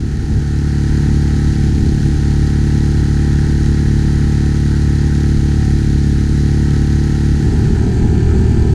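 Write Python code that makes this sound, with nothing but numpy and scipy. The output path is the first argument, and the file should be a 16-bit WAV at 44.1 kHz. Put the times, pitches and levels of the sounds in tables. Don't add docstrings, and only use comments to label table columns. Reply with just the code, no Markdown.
import sys
import numpy as np
from scipy import signal
from scipy.fft import rfft, irfft, next_fast_len
from scipy.io import wavfile
from scipy.ndimage import uniform_filter1d, minimum_filter1d

SR = 44100
rng = np.random.default_rng(int(sys.argv[2]) if len(sys.argv) > 2 else 0)


def transcribe(signal):
    frames = np.atleast_2d(signal).T
    limited = np.clip(frames, -1, 1)
    pcm = np.round(limited * 32767).astype(np.int16)
    wavfile.write(sys.argv[1], SR, pcm)


N = 385434
T = np.arange(N) / SR


def undb(db):
    return 10 ** (np.asarray(db) / 20)


def unit(x):
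    return x / np.sqrt(np.mean(x ** 2))


def ramp(start, length):
    return np.clip((T - start) / length, 0, 1)


def swell(start, attack, hold, release):
    return ramp(start, attack) - ramp(start + attack + hold, release)


def walk(rate):
    step = 20
    white = rfft(rng.standard_normal(N // step))
    hz = np.arange(len(white)) * SR / N
    slow = unit(irfft(white / (1 + (hz / rate) ** 4)))
    return np.interp(np.arange(N) / step, np.arange(len(slow)), slow)


def colour(x, spectrum):
    size = next_fast_len(N + SR // 2, real=True) // 2 * 2
    octave = np.log2(np.maximum(np.arange(size // 2 + 1) * SR / size, 1))
    hz, db = np.transpose(spectrum)
    table_octave = np.log2(hz)
    outside = np.abs(octave - np.clip(octave, table_octave[0], table_octave[-1]))
    shape_db = np.interp(octave, table_octave, db) - 20 * np.minimum(outside, 2)
    cepstrum = irfft(np.log(undb(shape_db)))[:size // 2]
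    cepstrum[1:] *= 2
    response = np.exp(rfft(cepstrum, size))
    return irfft(rfft(unit(x), size) * response)[:N] * np.sqrt(SR / 2)


def clicks(places, sizes):
    out = np.zeros(N + 1)
    whole, part = np.divmod(np.clip(places, 0, N - 1), 1)
    whole = whole.astype(int)
    np.add.at(out, whole, sizes * (1 - part))
    np.add.at(out, whole + 1, sizes * part)
    return out[:N]


def droplets(rate, spread_db):
    when, strength, side = rng.random((int(rate * N / SR), 3)).T
    sizes = undb(-spread_db * np.log(np.maximum(strength, .002))) * np.sign(side - .5)
    return unit(clicks(np.floor(when * N), sizes))


# (t/s start, t/s hold, level/dB above the breeze)
GUSTS = [(-.1, .3, 8.5), (1.475, .44, 7), (7.3, 1.3, 8.5)]
BREEZE_DB, GUST_ATTACK_S, GUST_RELEASE_S = -.5, 0.18, 0.13


def gust_strength():
    rises_db = sum(db * swell(s, GUST_ATTACK_S, hold, GUST_RELEASE_S) for s, hold, db in GUSTS)
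    return undb(BREEZE_DB + rises_db)


# (f/Hz, level/dB per Hz)
WIND = [(10, -55), (28, -41.5), (50, -39), (90, -41), (190, -47.5), (270, -53), (350, -56.5), (450, -66.5),
        (560, -86.5), (800, -71.5), (1100, -103)]


def wind(gust, eddy_db=2, flutter_db=-12, flutter_hz=220):
    rumble = undb(-3) * gust ** .85 * colour(rng.standard_normal(N), WIND)
    highpass = signal.butter(2, flutter_hz, "high", fs=SR, output="sos")
    flutter = signal.sosfilt(highpass, colour(rng.standard_normal(N), WIND))
    flutter *= undb(flutter_db) * gust ** 2
    return (rumble + flutter) * undb(eddy_db * walk(13.3))


# (t/s start, t/s hold, level/dB)
SURGES = [(0, 0.82, 2.5), (3.05, 1.07, 1.5), (7.35, 0.24, 2)]
SURGE_RAMP_S = 0.13
CRUISE_WASH_DB, FAST_WASH_DB, WASH_DB_PER_HZ = 3.5, 2.5, 2.5


def wash_level(sag_hz, second):
    surges_db = sum(db * swell(s, SURGE_RAMP_S, hold, SURGE_RAMP_S) for s, hold, db in SURGES)
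    cruise_db = CRUISE_WASH_DB - WASH_DB_PER_HZ * sag_hz
    return cruise_db * (1 - second) + FAST_WASH_DB * second + surges_db


# (f/Hz, level/dB per Hz)
CHURN = [(400, -79), (570, -100), (680, -96), (780, -77.5), (900, -78), (1100, -87), (1450, -72.5),
         (1850, -78), (2400, -95)]
# (t/s, level/dB above the wash)
SLAPS = [(7.75, -4), (8.29, 2)]


def wake(wash_db, surge_db=0.4, slap_decay_s=0.063):
    splashes = rng.standard_normal(N) + droplets(rate=900, spread_db=1.0)
    slaps = sum(undb(db) * (T > s) * np.exp(-np.abs(T - s) / slap_decay_s) for s, db in SLAPS)
    return colour(splashes * (1 + slaps), CHURN) * undb(wash_db + surge_db * walk(17))


# (f/Hz, level/dB per Hz)
CRUISE_HISS = [(1200, -83.5), (2100, -75), (2700, -78), (3200, -76.5), (3550, -78.5), (4100, -73),
               (5500, -77.5), (6500, -75.5), (8000, -84.5), (9200, -83), (11500, -95), (14000, -102),
               (15000, -109)]
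FAST_HISS = [(1200, -91), (2100, -80), (3100, -78.5), (3700, -82), (4500, -76), (5200, -83.5), (6600, -80),
             (8700, -85.5), (11200, -101), (12200, -99), (15000, -110)]
# (place in the cycle 0-1, cowl rattle level/dB, bright tick level/dB)
KNOCKS = [(0.189, -1, 3.5), (0.244, -31, 0), (0.303, -0.5, -24), (0.498, 4.5, -2.5), (0.559, -6.5, -28),
          (0.689, -0.5, -3.5), (0.84, -1.5, -27)]


def hiss(cycle, spectrum, tick_db=3, tick_decay=0.022, spray_db=-4, flicker_db=0.19):
    tick_power = sum(undb(db) ** 2 * np.exp(-((cycle - place) % 1) / tick_decay)
                     for place, _, db in KNOCKS)
    ticks = np.sqrt(tick_power) * undb(tick_db + 2 * walk(30)) * rng.standard_normal(N)
    spray = rng.standard_normal(N) + undb(spray_db) * droplets(rate=3000, spread_db=2)
    return colour(ticks + spray * undb(flicker_db * walk(14)), spectrum)


# (f/Hz, level/dB per Hz)
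CRUISE_COWL = [(1100, -90), (1300, -73), (1420, -70.5), (1560, -67.5), (1660, -71), (1810, -66.5),
               (1980, -68), (2100, -80), (3000, -93)]
FAST_COWL = [(1100, -82), (1300, -70), (1500, -92), (1600, -69), (1660, -80), (1740, -62), (1950, -79),
             (2300, -69.5), (3000, -91)]


def rattle(cycle, cowl, scatter_db, slack_s):
    place, db, _ = np.transpose(KNOCKS)
    turns = np.arange(1, int(cycle[-1]) - 1)[:, None] + place
    late, force = rng.standard_normal((2,) + turns.shape)
    times = np.interp(turns, cycle, T) + slack_s * late
    sizes = undb(db + scatter_db * force)
    return colour(clicks(times.ravel() * SR, sizes.ravel()), cowl)


# (multiple of the firing rate, level/dB)
CRUISE_RING = [(29, -60), (36, -56), (39, -57), (41, -57), (42, -57), (44, -51), (47, -53), (49, -55),
               (50, -50), (53, -53), (55, -53)]
FAST_RING = [(34, -48.5), (36, -65), (41, -49), (42, -44.5), (45, -50), (46, -54), (49, -54)]


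def ring(cycle, tones, waver_db=3.5):
    singing = np.zeros(N)
    for order, db in tones:
        tone = np.sqrt(2) * np.sin(2 * np.pi * (round(order) * cycle + rng.random()))
        singing += undb(db + waver_db * walk(6.6)) * tone
    return singing


# (multiple of the firing rate, level/dB)
CRUISE_ORDERS = [(1, -8), (2, 0), (3, -5), (4, -2), (5, -17), (6, -7), (7, -14), (8, -13), (9, -13),
                 (10, -21), (11, -23), (12, -25), (13, -28), (14, -36), (15, -55), (16, -54), (17, -48),
                 (18, -45), (19, -43), (20, -40), (21, -32), (22, -31), (23, -39), (24, -36), (25, -39),
                 (26, -41), (27, -43), (28, -46)]
FAST_ORDERS = [(1, -12), (2, 0.5), (3, -2), (4, -8), (5, -11), (6, -12), (7, -22), (8, -48), (9, -15),
               (10, -13.5), (11, -16), (12, -42), (13, -34.5), (14, -43), (15, -52), (16, -40.5),
               (17, -36.5), (18, -38), (19, -32), (20, -35), (21, -35), (22, -31.5), (23, -45), (24, -36),
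               (25, -39), (26, -36)]
PUFFS = [(.35, 1), (.767, -.38), (.033, .42)]
DUCK_DB_PER_DB = 0.14


def drone(cycle, orders, gust, effort_db, bark_db, buzz_db=-0.5, thump_rough=0.033, bark_rough=0.078,
          buzz_waver_db=2.5):
    thump, bark, buzz = np.zeros((3, N))
    thump_place, hull_order, hull_q = .93, 3.6, 5
    for order, (_, db) in enumerate(orders, 1):
        if order <= 4:
            ratio = order / hull_order
            lag = np.arctan2(ratio / hull_q, 1 - ratio ** 2)
            thump += undb(db) * np.cos(2 * np.pi * order * (cycle - thump_place) - lag)
        elif order <= 15:
            puffs = sum(size * np.exp(-2j * np.pi * order * place) for place, size in PUFFS)
            bark -= undb(db) * np.sin(2 * np.pi * order * cycle + np.angle(puffs))
        else:
            tone = np.sin(2 * np.pi * (order * cycle + rng.random()))
            buzz += undb(db + buzz_waver_db * walk(6)) * tone
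    thump *= 1 + thump_rough * gust * walk(6.5)
    bark *= (1 + bark_rough * gust * walk(13)) * undb(bark_db)
    ducked = (thump + bark) / gust ** DUCK_DB_PER_DB
    return unit(ducked + undb(buzz_db + effort_db) * buzz)


# (t/s start, t/s fall, t/s recovery, f/Hz drop of the firing rate)
SAGS = [(0, 0.3, .5, 0.26), (1.52, 0.22, 0.73, 0.67), (5.25, 0.1467, 0.307, 0.346), (5.598, 0.46, .55, .7)]


def speed_sag():
    return sum(drop * swell(s, fall, 0, recovery) for s, fall, recovery, drop in SAGS)


def crank(speed, wander):
    return np.cumsum(speed * (1 + wander * walk(4.4))) / SR


RATTLE_DB_PER_HZ = 4.5


def outboard(steady_hz, sag_hz, orders, tones, cowl, treble, gust, bark_db, drone_db, rattle_db, hiss_db):
    cycle = crank(steady_hz - sag_hz, wander=0.00098)
    effort_db = -RATTLE_DB_PER_HZ * sag_hz
    panels = rattle(cycle, cowl, scatter_db=2, slack_s=.00003) + ring(cycle, tones)
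    panels *= undb(rattle_db + effort_db)
    low_drone = undb(drone_db) * drone(cycle, orders, gust, effort_db, bark_db)
    return low_drone + panels + undb(hiss_db) * hiss(cycle, treble)


CRUISE_HZ, FAST_HZ = 36.23, 38.18
BARK_RISE_DB_PER_S, BARK_NOMINAL_S = 0.17, 4.7
OPENING_GAIN, FADE_IN_S = 0.54, 0.99
DISSOLVE_AT_S, DISSOLVE_S = 7.28, 0.76


def scene():
    gust = gust_strength()
    sag_hz = speed_sag()
    rising_db = BARK_RISE_DB_PER_S * (T - BARK_NOMINAL_S)
    cruise = outboard(CRUISE_HZ, sag_hz, CRUISE_ORDERS, CRUISE_RING, CRUISE_COWL, CRUISE_HISS, gust,
                      bark_db=rising_db, drone_db=-11.9, rattle_db=-3.0, hiss_db=0)
    fast = outboard(FAST_HZ, 0, FAST_ORDERS, FAST_RING, FAST_COWL, FAST_HISS, gust,
                    bark_db=-0.4, drone_db=-11.5, rattle_db=-7.0, hiss_db=1)
    second = ramp(DISSOLVE_AT_S, DISSOLVE_S)
    motor = cruise * np.sqrt(1 - second) + fast * np.sqrt(second)
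    water = wake(wash_level(sag_hz, second))
    fade_in = OPENING_GAIN ** (1 - ramp(0, FADE_IN_S))
    soft_ends = np.minimum(np.minimum(T, T[-1] - T) / .005, 1)
    return (soft_ends * fade_in * (motor + water + wind(gust)))[None]


TOP_HZ = 15150


def record(dry):
    ceiling, hold = .8, int(.02 * SR)
    allowed = ceiling / np.maximum(np.abs(dry), ceiling)
    gain = uniform_filter1d(minimum_filter1d(allowed, hold), hold)
    lowpass = signal.ellip(10, .2, 80, TOP_HZ, fs=SR, output="sos")
    return signal.sosfilt(lowpass, dry * gain)


dry = scene()
out = record(dry)
transcribe(out)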